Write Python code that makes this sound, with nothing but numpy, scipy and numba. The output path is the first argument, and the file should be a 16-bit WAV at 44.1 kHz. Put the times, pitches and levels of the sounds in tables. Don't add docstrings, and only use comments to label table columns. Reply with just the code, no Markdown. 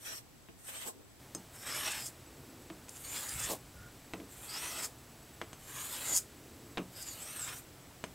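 import sys
import numpy as np
from scipy import signal
from scipy.fft import rfft, irfft, next_fast_len
from scipy.io import wavfile
from numba import njit

SR = 44100
rng = np.random.default_rng(int(sys.argv[2]) if len(sys.argv) > 2 else 0)


def transcribe(u):
    v = np.clip(np.atleast_2d(u).T, -1, 1)
    q = np.round(v * 32767).astype(np.int16)
    wavfile.write(sys.argv[1], SR, q)


N = 359018
TIME = np.arange(N) / SR

# start t/s, full speed t/s, lift t/s, leather rub level/dB,
# edge hiss level/dB, rub swell/(dB/s), hiss swell/(dB/s), low ring level/dB, high ring level/dB,
# lift-off rasp level/dB
STROKES = [(0.0, 0.057, 0.18, -49.5, -48, -2, -10, -7, -4, -60),
           (0.59, 0.694, 0.89, -53, -49.5, 2, 6, -13, -4, -55),
           (1.542, 1.738, 2.085, -43, -42, -19, -9, -5, -8, -40),
           (2.907, 3.19, 3.532, -46.5, -41.5, 7.5, 0, -10.5, -5, -39.5),
           (4.301, 4.573, 4.862, -46.5, -44, 0.5, 8, -4.5, -12, -38),
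           (5.606, 5.813, 6.188, -47, -43, 6.5, 12.5, -15, -5.5, -26.5),
           (6.92, 6.98, 7.59, -56, -49, 11.5, 3.5, -8.5, -6, -58)]
# t/s, f/Hz
BLADE_PITCH = [
    [(0, 5800), (.2, 5500)],
    [(.6, 5800), (.9, 5300)],
    [(1.55, 5500), (1.73, 5150), (1.86, 5650), (2.1, 4900)],
    [(3.04, 4480), (3.2, 5150), (3.24, 4530), (3.42, 5450), (3.54, 5350)],
    [(4.48, 4550), (4.69, 6150), (4.74, 5150), (4.87, 5140)],
    [(5.72, 4320), (5.97, 5080), (6.18, 4600)],
    [(6.93, 4650), (7.0, 5150), (7.13, 4520), (7.34, 6070), (7.44, 4900), (7.58, 5880)],
]
# t/s, rasp level/dB, half length/s
BITES = [(1.918, -39.5, 0.0095), (2.894, -44.5, .003), (2.968, -52, 0.0088), (3.292, -33, 0.0027),
         (3.399, -40, .007), (3.442, -37, 0.014), (6.152, -32.5, 0.011), (7.029, -42, .003),
         (7.423, -44, 0.0025)]
# t/s, level/dB, half length/s
SHUDDERS = [(.88, -48, 0.019), (3.52, -40, 0.023), (4.8, -53, 0.079), (6.12, -46, 0.036)]
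# t/s, level/dB, half length/s
BUMPS = [(3.357, -44, 0.0091), (3.43, -50.5, 0.075), (3.77, -51.5, 0.059)]
# t/s, level/dB, half length/s
GRIP_SHIFTS = [(.98, -60, 0.043), (2.53, -58, 0.22), (4.22, -53.5, 0.05), (6.57, -58, 0.18)]
# t/s, level/dB, half length/s
SQUEAK = [(3.83, -57.5, 0.041)]
# t/s, spine knock level/dB, strop thud level/dB, steel clink level/dB
LANDINGS = [(0.487, -45, -57, -74), (1.349, -35.5, -41, -34.5), (2.701, -34, -42.5, -69),
            (2.884, -38.5, -68, -55), (4.136, -28, -37.5, -51), (4.2, -41, -48, -68),
            (5.415, -24.5, -43.5, -52), (5.531, -33.5, -61, -49), (6.7732, -22, -33.5, -59),
            (6.780, -25, -36.5, -53), (8.040, -26, -43.5, -44.5)]
# f/Hz, level/dB, 60 dB decay t/s
STROP_MODES = [(184, -10.5, 0.39), (329, -3, 0.14), (679, -3, 0.054)]
# f/Hz, level/dB, 60 dB decay t/s
STEEL_MODES = [(5150, -12, 0.084), (5500, -28, .035), (6320, -3.5, 0.052), (6930, 2, 0.015),
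               (7570, -1, 0.014), (8210, -1, 0.029), (9100, -17, 0.025), (9850, -12, 0.037),
               (10650, -15, 0.038), (12700, -16, .04)]
LEATHER_SPECTRUM = [(120, -5), (300, 6), (700, -4.5), (1200, 1.5), (1900, 1), (2700, 0.5), (3400, 1.5),
                    (4300, -3), (7000, 4), (15000, -20)]
EDGE_SPECTRUM = [(2000, -44), (4200, -7), (5500, -16), (7200, 2), (8700, 4), (10200, -5), (11800, 1.5),
                 (13500, -2.5), (15800, -8)]
RASP_SPECTRUM = [(1500, -32), (3800, -24), (5000, 1.5), (5700, -4), (7000, 6), (8200, -0.5), (9200, -1),
                 (12000, -9), (15800, -17)]
# f/Hz, relative level/dB
SHUDDER_SPECTRUM = [(100, -8), (280, 7.5), (700, 7), (1100, 2), (1900, -31), (3500, -9.5)]
BUMP_SPECTRUM = [(25, -8), (60, 6), (120, 7.5), (220, -20), (500, -51)]
GRIP_SPECTRUM = [(150, -21), (260, 9), (380, 5), (520, -3), (1000, -28)]
# f/Hz, relative level/dB
THUD_SPECTRUM = [(70, -24), (160, -2), (300, 2), (450, -4), (700, -10.5), (1200, -14.5), (3000, -52)]
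CLATTER_SPECTRUM = [(200, 0), (600, 3.5), (1400, -1), (3000, 0.5), (4500, -14), (7000, -22), (14000, -75)]
# f/Hz, relative level/dB
ROOM_SPECTRUM = [(13, -35), (22, 4), (27, -22), (49, -1), (124, 0.5), (159, -9.5), (269, -3.5),
                 (597, -11.5), (666, -10), (979, -13.5), (3190, -19), (6900, -21), (7700, -19.5),
                 (8370, -22), (15800, -24)]
SIDE_HISS_SPECTRUM = [(90, -34), (170, -9), (300, -4), (600, -0.5), (1500, -15.5), (5000, -9), (15800, -9)]
# f/Hz, width/Hz, level/dB
HUMS = [(131.9, 7.1, -65.5), (170.6, 9.3, -73.5), (300, 290, -70)]

RUB_RISE_DB, HISS_RISE_DB = 20, 13.5
TOUCH_DB_PER_S, LIFT_DB_PER_S = 600, 657
EASE_S, EASE_DB = 0.068, 6
RUB_WAVER_DB, WAVER_PER_S = 2.05, 25
HIGH_RING_RATIO, RING_WIDTH_HZ = 1.5, 230
GAP_RATIO, GAP_WIDTH_HZ, GAP_DEPTH = .82, 1020, 0.44
RING_FADE_S, RING_FLICKER_DB, RING_FLICKERS_PER_S = 0.027, 4.5, 22
SMALL_BITES_PER_S, SMALL_BITE_DB, SMALL_BITE_T60_S = 5.8, -1, 0.044
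LIFT_RASP_LEAD_S, LIFT_RASP_HALF_S = 0.017, 0.0097
JUMP_S, JUMP_LENGTH_S = 1.187, .015
EARLY_ROOM_DB, ROOM_DB = -61, -55
EARLY_SIDE_DB = 0
WHINE_HZ, WHINE_WANDER_HZ = 7830, 40
CUTOFF_HZ = 15750


def strokes():
    rub, hiss = stroke_gains()
    travel = sum(in_time([(start, -1), (lift, 1)], outside=0)[0] for start, _, lift, *_ in STROKES)
    glide = 1 + 0.09 * travel
    body = interwoven(slips(per_s=14000, spread_db=1.2), glide, 600, 4200,
                      width_hz=150, patchy_db=2.2, wander=.03, count=14)
    steel = interwoven(slips(per_s=20000, spread_db=1.3), glide, 4600, 15200,
                       width_hz=220, patchy_db=3.2, wander=.018, count=22)
    leather_grain = from_db(-0.5) * rms_one(slips(per_s=9000, spread_db=0.3))
    leather = coloured(rms_one(body) + leather_grain, LEATHER_SPECTRUM)
    edge_grain = from_db(-2.0) * rms_one(slips(per_s=11000, spread_db=0.0))
    edge = coloured(rms_one(steel) + edge_grain, EDGE_SPECTRUM)
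    bite_clicks = rng.random(N) < SMALL_BITES_PER_S / SR
    small_bites = dying(bite_clicks, t60=SMALL_BITE_T60_S) * coloured(noise(), RASP_SPECTRUM)
    blade = from_db(-2.0) * singing(edge) + from_db(SMALL_BITE_DB) * small_bites
    pressure = from_db(1.36 * drift(60))
    return pressure * (rub * leather + hiss * blade)


def stroke_gains():
    rub, hiss = np.zeros((2, N))
    for start, full, lift, rub_db, hiss_db, rub_db_per_s, hiss_db_per_s, *_ in STROKES:
        slow = np.interp(TIME, [start, full], [1, 0])
        easing = np.interp(TIME, [lift - EASE_S, lift], [0, 1])
        held_s = np.clip(TIME - full, 0, lift - full)
        before_db = TOUCH_DB_PER_S * np.maximum(start - TIME, 0)
        after_db = LIFT_DB_PER_S * np.maximum(TIME - lift, 0)
        contact = from_db(-np.minimum(before_db + after_db, 120))
        rub += contact * from_db(rub_db - RUB_RISE_DB * slow + rub_db_per_s * held_s - EASE_DB * easing)
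        hiss += contact * from_db(hiss_db - HISS_RISE_DB * slow + hiss_db_per_s * held_s)
    return rub * from_db(RUB_WAVER_DB * drift(WAVER_PER_S)), hiss


def interwoven(grains, glide, low_hz, high_hz, width_hz, patchy_db, wander, count):
    out = 0
    for k, hz in enumerate(np.linspace(low_hz, high_hz, count)):
        centre = hz * glide * (1 + wander * drift(9))
        gain = (-1) ** k * from_db(patchy_db * drift(16))
        out = out + gain * resonance(grains, centre, width_hz)
    return out


def singing(hiss):
    pitch, = in_time([point for curve in BLADE_PITCH for point in curve])
    pitch = pitch * (1 + .012 * drift(30))
    sounding = 0
    for curve in BLADE_PITCH:
        inside_s = np.minimum(TIME - curve[0][0], curve[-1][0] - TIME)
        sounding = sounding + np.clip(inside_s / RING_FADE_S + .5, 0, 1)
    level_rows = [(s, low_db, high_db) for start, _, lift, *_, low_db, high_db, _ in STROKES
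                  for s in (start, lift)]
    out = hiss
    for hz, db in zip((pitch, HIGH_RING_RATIO * pitch), in_time(level_rows)):
        flicker_db = RING_FLICKER_DB * drift(RING_FLICKERS_PER_S)
        tone = from_db(db + flicker_db) * resonance(noise(), hz, RING_WIDTH_HZ)
        gap = glide_filter(out, GAP_RATIO * hz, float(GAP_WIDTH_HZ))
        out = out + sounding * (tone - GAP_DEPTH * gap)
    return out


def slips(per_s, spread_db):
    return (rng.random(N) < per_s / SR) * noise() * from_db(spread_db * drift(900))


def catches():
    fine, coarse = slips(per_s=9000, spread_db=2.4), slips(per_s=2500, spread_db=2)
    lift_offs = [(lift - LIFT_RASP_LEAD_S, db, LIFT_RASP_HALF_S) for _, _, lift, *_, db in STROKES]
    rasp = swells(BITES + lift_offs) * coloured(fine, RASP_SPECTRUM)
    shudder = swells(SHUDDERS) * coloured(coarse, SHUDDER_SPECTRUM)
    grip = swells(GRIP_SHIFTS) * coloured(noise(), GRIP_SPECTRUM)
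    squeak = swells(SQUEAK) * resonance(noise(), 1430, width_hz=40)
    bumps = swells(BUMPS) * coloured(noise(), BUMP_SPECTRUM)
    return rasp + shudder + grip + squeak + bumps


def landings():
    hits = np.zeros((3, N))
    for s, *levels_db in LANDINGS:
        hits[:, round(s * SR)] = from_db(levels_db)
    knock, thud, clink = hits
    contact = signal.butter(1, [450, 1700], "band", fs=SR, output="sos")
    cushion = signal.butter(4, 4100, fs=SR, output="sos")
    out = from_db(21.0) * signal.sosfilt(np.vstack([contact, cushion]), knock + 1e-18)
    out += from_db(-11.0) * dying(knock, t60=0.041) * coloured(noise(), CLATTER_SPECTRUM)
    thud_swell = dying(thud, t60=0.17) - dying(thud, t60=0.011)
    out += from_db(-3.0) * thud_swell * coloured(noise(), THUD_SPECTRUM)
    out += sum(from_db(db) * ring(thud, hz, t60) for hz, db, t60 in STROP_MODES)
    return out + sum(from_db(db) * ring(clink, hz, t60) for hz, db, t60 in STEEL_MODES)


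def ring(clicks, hz, t60):
    r, w = from_db(-60 / (t60 * SR)), 2 * np.pi * hz / SR
    return signal.lfilter([0, np.sin(w)], [1, -2 * r * np.cos(w), r * r], clicks + 1e-18)


def workshop(x, t60=0.17):
    t = TIME[:SR // 2]
    tail = rng.standard_normal(len(t)) * from_db(-60 * t / t60) * (t > .002)
    return signal.fftconvolve(x, tail / np.sqrt(np.sum(tail ** 2)))[:N]


def background():
    room = from_db(ROOM_DB) * coloured(noise(), ROOM_SPECTRUM)
    hum = sum(from_db(db) * resonance(noise(), hz, width) for hz, width, db in HUMS)
    pulsing = from_db(5 * np.sin(2 * np.pi * 17.3 * TIME + .6 * drift(3)))
    whine_hz = WHINE_HZ + WHINE_WANDER_HZ * drift(1.55)
    whine = from_db(-71.5) * pulsing * resonance(noise(), whine_hz, width_hz=51)
    return from_db(jump(EARLY_ROOM_DB - ROOM_DB, 0)) * (room + hum + whine)


def jump(before, after):
    return np.interp(TIME, [JUMP_S, JUMP_S + JUMP_LENGTH_S], [before, after])


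def from_db(db):
    return 10 ** (np.asarray(db) / 20)


def rms_one(x):
    return x / np.sqrt(np.mean(x ** 2) + 1e-20)


def in_time(rows, outside=None):
    s, *columns = np.transpose(rows)
    return [np.interp(TIME, s, c, outside, outside) for c in columns]


def noise():
    return rng.standard_normal(N)


def drift(rate):
    knots = rng.standard_normal(4096)
    return rms_one(np.interp(TIME * rate, np.arange(len(knots)), knots))


def coloured(x, spectrum):
    hz, db = np.transpose(spectrum)
    size = next_fast_len(N)
    log_hz = np.log(np.maximum(np.arange(size // 2 + 1) * SR / size, 1))
    gain = from_db(np.interp(log_hz, np.log(hz), db))
    return rms_one(irfft(rfft(x, size) * gain, size)[:N])


@njit
def glide_filter(x, hz, width_hz):
    out, state, pole = np.zeros(len(x)), 0j, 0j
    for i in range(len(x)):
        if i % 32 == 0:
            pole = np.exp(np.pi * (2j * hz[i] - width_hz) / SR)
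        state = state * pole + x[i]
        out[i] = state.real
    return out * 2 * np.pi * width_hz / SR


def resonance(x, hz, width_hz):
    return rms_one(glide_filter(x, hz * np.ones(N), float(width_hz)))


def dying(clicks, t60):
    return signal.lfilter([1], [1, -from_db(-60 / (t60 * SR))], clicks + 1e-18)


def swells(rows):
    power = 0
    for s, db, half in rows:
        power = power + from_db(db) ** 2 * np.exp(-np.minimum(((TIME - s) / half) ** 2, 100))
    return np.sqrt(power)


def scene():
    razor = strokes() + catches() + landings()
    mid = razor + from_db(-12.0) * workshop(razor) + background()
    scatter = workshop(razor, t60=0.067) + from_db(-2.5) * background()
    side_hiss = from_db(-74.5) * coloured(noise(), SIDE_HISS_SPECTRUM)
    side = jump(from_db(EARLY_SIDE_DB), 0) * scatter + side_hiss
    return np.array([mid + side, mid - side])


def record(dry):
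    return signal.sosfilt(signal.ellip(12, .1, 80, CUTOFF_HZ, fs=SR, output="sos"), dry)


dry = scene()
out = record(dry)
transcribe(out)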